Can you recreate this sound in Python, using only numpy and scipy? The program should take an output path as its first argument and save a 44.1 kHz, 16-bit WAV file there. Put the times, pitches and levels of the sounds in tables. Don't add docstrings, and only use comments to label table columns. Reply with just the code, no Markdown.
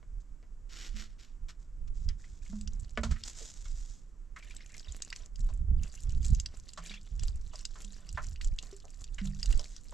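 import sys
import numpy as np
from scipy import signal
from scipy.fft import rfft, irfft, next_fast_len
from scipy.io import wavfile
from scipy.ndimage import uniform_filter1d

SR = 44100
rng = np.random.default_rng(int(sys.argv[2]) if len(sys.argv) > 2 else 0)


def digitize_waveform(pressure):
    field = np.atleast_2d(pressure).T
    bounded = np.clip(field, -1, 1)
    quanta = np.round(bounded * 32767).astype(np.int16)
    wavfile.write(sys.argv[1], SR, quanta)


N = 437913
TIME = np.arange(N) / SR


def from_db(db):
    return 10 ** (np.asarray(db) / 20)


def rms_one(x):
    return x / np.sqrt(np.mean(x ** 2) + 1e-20)


def peak_one(x):
    return x / np.max(np.abs(x))


def decay(t, t60):
    return np.exp(-np.log(1000) * t / max(t60, 1e-4))


def burst(t, swell_s, t60):
    return (1 - decay(t, swell_s)) * decay(t, t60)


def add(track, s, sound):
    start = int(np.clip(round(s * SR), 0, N - 1))
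    track[start:start + len(sound)] += sound[:N - start]


def drift(rate):
    step = 40
    r = np.exp(-2 * np.pi * rate * step / SR)
    settle = 2000
    white = rng.standard_normal(N // step + 2 + settle)
    slow = signal.lfilter([1], [1, -2 * r, r * r], white)[settle:]
    return np.interp(np.arange(N) / step, np.arange(len(slow)), rms_one(slow))


def strokes(rows, attack_s, release_s):
    power = np.zeros(N)
    for s, length, db in rows:
        t = TIME[:int((length + release_s) * SR)]
        onset = 1 - decay(t, min(attack_s, 2 * length))
        ending = decay(np.maximum(t - length, 0), min(release_s, 5 * length))
        add(power, s, (from_db(db) * onset * ending) ** 2)
    return np.sqrt(power)


def at_hz(points, hz):
    knots, values = np.transpose(points)
    return np.interp(np.log(hz + 1), np.log(knots), values)


def colour(x, spectrum):
    size = 2 * next_fast_len(N // 2 + 4096, real=True)
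    gain = from_db(at_hz(spectrum, np.fft.rfftfreq(size, 1 / SR)))
    cepstrum = irfft(np.log(gain))
    cepstrum[1:size // 2] *= 2
    cepstrum[size // 2 + 1:] = 0
    return irfft(rfft(x, size) * np.exp(rfft(cepstrum)))[..., :N]


def resonance(x, hz, width_hz):
    r = np.exp(-np.pi * width_hz / SR)
    zeros = np.array([1, 0, -1]) * (1 - r * r) / 2
    poles = [1, -2 * r * np.cos(2 * np.pi * hz / SR), r * r]
    return signal.lfilter(zeros, poles, x + 1e-18)


def stereo(mid, side):
    # frequency_hz, correlation
    likeness = [(60, .9), (250, .76), (700, .87), (2000, .86), (4500, .94), (8000, .84), (12000, .4)]
    width = [(hz, 10 * np.log10((1 - min(c, .99)) / (1 + c))) for hz, c in likeness]
    return mid + colour(side, width) * np.array([[1], [-1]])


def noise(spectrum):
    mid, side = colour(rng.standard_normal((2, N)), spectrum)
    return rms_one(stereo(mid, side))


def pan(left_db):
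    return from_db(np.array([[.5], [-.5]]) * left_db)


def scatter(x, near_db=-7.0, near_t60=0.044, far_db=-22.5, far_t60=0.23):
    t = TIME[:SR // 4]
    exponents = np.array([[1], [near_t60 / far_t60], [1]])
    near, far, wide = rng.standard_normal((3, len(t))) * decay(t, near_t60) ** exponents
    echo = from_db(near_db) * rms_one(near) + from_db(far_db) * rms_one(far)
    smears = np.array([echo, rms_one(wide)]) / np.sqrt(len(t))
    mid, side = signal.oaconvolve(x[None], smears, axes=1)[:, :N]
    return stereo(x + mid, side)


def yard():
    # frequency_hz, relative level_db
    yard_colour = [(120, 1), (250, -7), (750, -23), (1200, -20.5), (3800, -35.5), (7500, -26), (15000, -28)]
    return from_db(-65.5) * noise(yard_colour)


def eddies(spectrum):
    x = noise(spectrum)
    return x / np.sqrt(uniform_filter1d(np.mean(x ** 2, axis=0), size=3500))


def gusts():
    # crest_s, half_width_s, rumble level_db, buffeting level_db
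    gust_rows = [(0.15, 0.04, -38, -54.5), (0.94, 0.052, -37.5, -49.5), (1.44, 0.019, -31, -47),
                 (1.89, 0.097, -32.5, -50), (2.079, 0.035, -31.5, -34.5), (2.72, 0.21, -41, -46),
                 (3.083, 0.048, -38.5, -33.5), (3.72, 0.081, -37, -49), (4.91, 0.019, -39, -40),
                 (5.48, 0.057, -26, -39), (5.708, 0.061, -25, -28), (6.139, 0.051, -28, -37.5),
                 (6.313, 0.056, -28, -26.5), (7.283, 0.074, -28.5, -37.5), (8.24, 0.077, -36, -42),
                 (8.476, 0.034, -23, -43.5), (9.28, 0.12, -35.5, -44), (9.529, 0.031, -21.5, -33)]
    rumble_db, buffet_db, waver_db = -46.5, -67.5, 2
    power = from_db(np.array([[rumble_db], [buffet_db]]) + waver_db * drift(9.7)) ** 2
    for s, width, *db in gust_rows:
        bell = 1 / np.cosh(np.minimum(np.abs(TIME - s) / width, 20))
        power = power + (from_db(db)[:, None] * bell) ** 2
    return np.sqrt(power)


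def wind(lumpy_db=5.0, heave_db=2.0, left_db=-6.0):
    # frequency_hz, relative level_db
    wind_colour = [(25, 7.5), (40, 4), (65, -27.5), (110, -39), (300, -59), (600, -57.5), (4000, -100)]
    buffet_colour = [(25, 2.5), (65, 7), (110, -9.5), (170, -14), (300, -36.5), (600, -85.5)]
    rumble, buffet = gusts()
    lumps = rms_one(from_db(lumpy_db * np.minimum(drift(22.2), 2)))
    heaves = rms_one(from_db(heave_db * np.minimum(drift(12), 2)))
    low = heaves * rumble * eddies(wind_colour)
    high = lumps * buffet * eddies(buffet_colour)
    return (low + high) * pan(left_db)


def rustle(movement, spectrum, rough_db, gain_db, snags_per_s=600, snag_db=0.0, swell_db=2.0):
    hiss, sizes = rng.standard_normal((2, N))
    snags = rms_one(sizes * (rng.random(N) < snags_per_s / SR))
    unevenness = from_db(rough_db * np.minimum(drift(80), 2) + swell_db * drift(22))
    contacts = (hiss + from_db(snag_db) * snags) * unevenness
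    return from_db(gain_db) * movement * rms_one(colour(scatter(contacts, near_db=-12.0), spectrum))


def sleeve():
    # start_s, length_s, level_db before the gain
    rubs = [(0.69, 0.06, -55), (0.752, 0.081, -50.5), (0.95, 0.064, -54), (1.18, 0.061, -63),
            (1.482, 0.019, -53.5), (1.873, 0.0079, -60.5), (3.05, 0.29, -65.5)]
    # frequency_hz, relative level_db
    sleeve_colour = [(300, -7), (850, -16), (1400, -5.5), (3000, -4.5), (5300, -4), (8000, -8),
                     (14000, -11.5)]
    movement = strokes(rubs, attack_s=0.053, release_s=0.57)
    return rustle(movement, sleeve_colour, rough_db=0.5, gain_db=1.5)


def swish():
    # start_s, length_s, level_db before the gain
    swings = [(0.2, 0.013, -69.5), (1.59, 0.037, -74.5), (1.94, 0.096, -69.5), (2.18, 0.18, -69.5),
              (2.42, 0.15, -66), (3.245, 0.036, -48.5), (3.345, 0.14, -54), (3.54, 0.4, -63.5),
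              (9.6, 0.14, -64.5)]
    # frequency_hz, relative level_db
    swish_colour = [(300, -9), (800, -12.5), (1200, -9.5), (2800, -9.5), (4200, -4), (7300, 2.5),
                    (13000, -9.5)]
    movement = strokes(swings, attack_s=0.034, release_s=0.41)
    return rustle(movement, swish_colour, rough_db=1.5, gain_db=3.0)


def can_body(x):
    # frequency_hz, width_hz, level_db
    can_modes = [(459, 70, 4.5), (600, 52, 5.5), (678, 32, -1), (1027, 49, 0.5), (1152, 59, -3.5),
                 (1310, 180, -5), (1470, 28, -2), (1730, 95, -4), (1947, 240, -6), (2180, 25, 1.5),
                 (2870, 130, -11.5)]
    return sum(from_db(db) * resonance(x, hz, width) for hz, width, db in can_modes)


def knocks(contact_t60=0.0024, soften_hz=2600, chatter_db=-9.0, chatter_t60=.085, direct_db=-20.0):
    # start_s, peak level_db
    knock_rows = [(0.029, -50.5), (0.428, -57.5), (2.975, -23), (3.034, -32), (3.109, -41.5),
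                  (8.725, -54.5)]
    out, t = np.zeros(N), TIME[:SR // 4]
    soften = signal.butter(1, soften_hz, fs=SR, output="sos")
    for s, db in knock_rows:
        touch, chatter = rng.standard_normal((2, len(t)))
        rattle = chatter ** 3 / 10 * decay(t, chatter_t60)
        hit = touch * decay(t, contact_t60) + from_db(chatter_db) * rattle
        contact = signal.sosfilt(soften, hit)
        add(out, s, from_db(db) * peak_one(can_body(contact) + from_db(direct_db) * contact))
    return scatter(out, near_db=-22.0)


def gulps(swell_s=0.023, t60=0.52, gain_db=7.0, left_db=-2.0, usual_hz=200):
    # start_s, level_db before swell and gain, pitch_hz
    gulp_rows = [(0.94, -56, 213.5), (2.495, -52, 191), (2.531, -43, 209.5), (2.974, -44, 227),
                 (3.037, -43, 225.5), (6.786, -57.5, 165), (6.899, -60, 202), (7.841, -60, 199.7),
                 (8.727, -52, 395), (9.214, -41, 194.2), (9.258, -46, 146.7)]
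    out, t = np.zeros(N), TIME[:SR]
    for s, db, hz in gulp_rows:
        size = min(usual_hz / hz, 1) ** 2
        hum = np.sin(2 * np.pi * hz * t) * burst(t, swell_s * size, t60 * size)
        add(out, s, from_db(db + gain_db) * hum)
    return out * pan(left_db)


def slaps(wash_db=-5.0, spray_db=8.5, swell_s=0.0034, hard_db=-28.0, t60=0.089,
          wake_db=-17.0, wake_t60=0.21, gain_db=-0.5):
    # start_s, level_db before the gain, centre_hz,
    # spray level_db relative to the slap before the spray gain
    slap_rows = [(1.491, -52, 1380, -11), (2.088, -50.5, 2300, -15), (2.526, -51.5, 870, -20),
                 (3.033, -33, 970, -6), (3.11, -42.5, 1360, -5), (3.158, -46.5, 1750, -27),
                 (3.406, -51.5, 370, -4), (3.652, -51.5, 1374, -5.5), (4.361, -40.5, 1570, -18),
                 (5.487, -53, 820, -8.5), (6.774, -39.5, 1000, -8.5), (7.532, -48, 770, -9.5),
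                 (7.754, -51, 1010, -6), (8.173, -29.5, 1160, -32), (8.841, -53.5, 580, -27),
                 (9.182, -35, 2020, -21), (9.591, -45, 672, -13), (9.922, -45.5, 660, -25)]
    out, t = np.zeros(N), TIME[:SR // 3]
    treble = signal.butter(2, [2500, 9000], "band", fs=SR, output="sos")
    for s, db, hz, bright_db in slap_rows:
        swell = swell_s * np.sqrt(from_db(hard_db - db))
        shape = burst(t, swell, t60) + from_db(wake_db) * burst(t, swell, wake_t60)
        rush, spray = rng.standard_normal((2, len(t))) * shape
        pocket = signal.butter(2, [hz * .75, hz * 1.5], "band", fs=SR, output="sos")
        body = peak_one(signal.sosfilt(pocket, can_body(rush) + from_db(wash_db) * rush))
        bright = peak_one(signal.sosfilt(treble, spray))
        add(out, s, from_db(db + gain_db) * (body + from_db(bright_db + spray_db) * bright))
    return scatter(out, near_db=-18.0)


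def bubbles(t60=0.022, rise_per_s=9.0, swell_s=0.006, swarm_db=-12.0, range_db=10.0,
            spread_s=0.045, octaves=0.9, froth_db=-8.0, count=22):
    # start_s, level_db before the swell, pitch_hz
    bubble_rows = [(2.24, -50, 1960), (2.46, -50.5, 2130), (4.424, -43.5, 2260), (4.506, -42, 2330),
                   (4.604, -45, 2110), (4.694, -52, 2040), (4.744, -42.5, 2100), (4.882, -42, 3640),
                   (5.836, -47.5, 2630), (5.974, -49, 2700), (6.101, -51, 2850), (6.858, -43, 2340),
                   (6.894, -36.5, 3650), (6.912, -39.5, 2240), (6.938, -36, 2630), (7.94, -51.5, 4780)]
    out, t = np.zeros(N), TIME[:SR // 6]
    for s, db, hz in bubble_rows:
        froth = resonance(rng.standard_normal(len(t)) * burst(t, swell_s, 0.13), hz, hz)
        add(out, s, from_db(db + froth_db) * peak_one(froth))
        gurgle = [(0.0019, hz, 0)]
        for when, size, weak in rng.random((count, 3)):
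            pitch = hz * 2 ** (octaves * (size - .5))
            gurgle.append((spread_s * (2 * when - 1), pitch, swarm_db - weak * range_db))
        for late, pitch, size_db in gurgle:
            phase = 2 * np.pi * pitch * t * (1 + rise_per_s * t / 2)
            add(out, s + late, from_db(db + size_db) * np.sin(phase) * burst(t, swell_s, t60))
    return scatter(out, near_db=-16.0)


def splats(rise=0.16, crack_db=-2.0, crack_t60=0.01, crack_swell_s=0.0055, squelch_db=-24.5,
           squelch_periods=26.0, gain_db=-2.0):
    # impact_s, level_db before the gain, pitch_hz
    splat_rows = [(2.0883, -30, 5420), (2.6107, -34.5, 7800), (2.675, -28.5, 5300), (3.236, -27.5, 5120),
                  (4.565, -33.5, 8400), (4.7955, -36.5, 5700), (5.021, -22, 6450), (5.102, -34.5, 4650),
                  (5.127, -28, 2310), (5.1608, -31.5, 6570), (5.3577, -37, 6150), (5.833, -34.5, 6720),
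                  (6.229, -37, 6460), (6.247, -30, 7800), (6.2638, -33, 7450), (6.348, -29.5, 6800),
                  (6.3989, -23.5, 6850), (6.4596, -25.5, 5000), (6.6901, -36, 4860), (6.7337, -37, 7760),
                  (7.1945, -34, 5700), (7.234, -29, 8180), (7.2815, -31, 5100), (7.556, -34.5, 6000),
                  (7.592, -37, 6500), (7.652, -22.5, 5750), (7.846, -35.5, 6040), (8.0904, -35.5, 6030),
                  (8.359, -40, 3050), (8.412, -31.5, 2270), (8.445, -29, 7240), (8.587, -26, 3780),
                  (8.626, -33, 7360), (9.041, -33.5, 6470), (9.273, -39.5, 3940), (9.429, -23, 5100),
                  (9.458, -27.5, 6800), (9.5272, -30, 2890), (9.5754, -32, 7500), (9.5938, -27.5, 5850),
                  (9.764, -33.5, 6320)]
    pip_swell_s = .0004
    out, t = np.zeros(N), TIME[:SR // 30]
    for s, db, hz in splat_rows:
        squelch_s = squelch_periods / hz
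        opening = np.linspace(0, 1, int(squelch_s * SR))
        hollow_hz = hz * 2 ** (opening - 1) / np.sqrt(2)
        squelch = opening * np.sin(2 * np.pi * np.cumsum(hollow_hz) / SR)
        add(out, s - squelch_s, from_db(db + gain_db + squelch_db) * squelch)
        age = t / pip_swell_s
        pitch = hz * (1 + rise * np.tanh(age / 2 - 2))
        pip = age ** 4 * np.exp(-age * 1.3) * np.sin(2 * np.pi * np.cumsum(pitch) / SR)
        spray = rng.standard_normal(len(t)) * burst(t, crack_swell_s, crack_t60)
        crack = resonance(resonance(spray, hz, hz), 1600, 7700)
        impact = .5 * peak_one(pip) + from_db(crack_db) * peak_one(crack)
        add(out, s, from_db(db + gain_db) * impact)
    return scatter(out)


def droplets(base_per_s, size_db, clump_db, min_cycles):
    rate = base_per_s * from_db(clump_db * np.minimum(drift(18), 2))
    at = np.flatnonzero(rng.random(N) < rate / SR)[:, None]
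    tone, luck, wet = rng.random((len(at), 3)).T[:, :, None]
    hz = 1200 + 10000 * tone ** 1.5
    t60 = min_cycles * 5 ** wet / hz
    size = from_db(size_db * np.minimum(-np.log(1 - luck), 4)) / np.sqrt(t60)
    t = TIME[:SR // 100]
    rings = size * np.sin(2 * np.pi * hz * t * (1 + 10 * t)) * np.exp(-np.log(1000) * t / t60)
    return np.bincount((at + np.arange(len(t))).ravel(), rings.ravel(), N + len(t))[:N]


def pour():
    # start_s, length_s, level_db
    spurts = [(2.7, 0.54, -65.5), (4.38, 0.43, -61.5), (4.77, 0.48, -57.5), (5.38, 0.17, -66.5),
              (5.78, 0.35, -66), (6.21, 0.043, -52.5), (6.52, 0.038, -63), (6.82, 0.1, -55.5),
              (7.2, .11, -60.5), (7.52, 0.091, -59), (7.73, 0.62, -64), (8.41, 0.029, -51.5),
              (8.58, 0.15, -62), (8.88, 0.89, -69.5), (9.19, 0.45, -60.5), (9.38, 0.26, -54)]
    attack_s, release_s = 0.04, 0.2
    dribble_from_s, dribble_db = 5.8, -65.5
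    dribble = from_db(dribble_db) * (1 - decay(np.maximum(TIME - dribble_from_s, 0), attack_s))
    return strokes(spurts, attack_s, release_s) + dribble


def patter(grain_db=1.0, fizz_db=-11.5, wash_db=-9.5, churn_db=-81.5, churn_lump_db=22.0):
    # frequency_hz, relative level_db
    patter_colour = [(300, 2.5), (1200, -14), (2400, -11.5), (3400, -12.5), (7500, 4), (15000, 2.5)]
    flow = pour()
    drops = droplets(base_per_s=450, size_db=7.0, clump_db=8.0, min_cycles=4.0)
    grain = rms_one(scatter(colour(drops, patter_colour)))
    tiny = droplets(base_per_s=1500, size_db=6.0, clump_db=5.0, min_cycles=13.0)
    wash = rms_one(scatter(resonance(tiny, 4700, 4500)))
    lumpy = rng.standard_normal(N) * from_db(churn_lump_db * np.minimum(drift(9.1), 1))
    churn = rms_one(resonance(can_body(lumpy), 830, 1100))
    fizz = noise(patter_colour)
    landing = from_db(grain_db) * grain + from_db(wash_db) * wash + from_db(fizz_db) * fizz
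    return flow * landing + from_db(churn_db) * np.sqrt(rms_one(flow)) * churn


def scene():
    water = patter() + splats() + bubbles()
    can = (slaps() + knocks()) * pan(-1.1) + gulps()
    return water + can + sleeve() + swish() + yard() + wind()


def record(dry):
    # frequency_hz, level_db
    mic_colour = [(7800, 2.5), (9000, -13), (12000, -14.5), (15000, -25.5)]
    rumble_cut = signal.butter(2, 18, "high", fs=SR, output="sos")
    x = signal.sosfilt(rumble_cut, colour(dry, mic_colour))
    top_cut = signal.ellip(8, .2, 70, 15000, fs=SR, output="sos")
    return signal.sosfilt(top_cut, x)


dry = scene()
out = record(dry)
digitize_waveform(out)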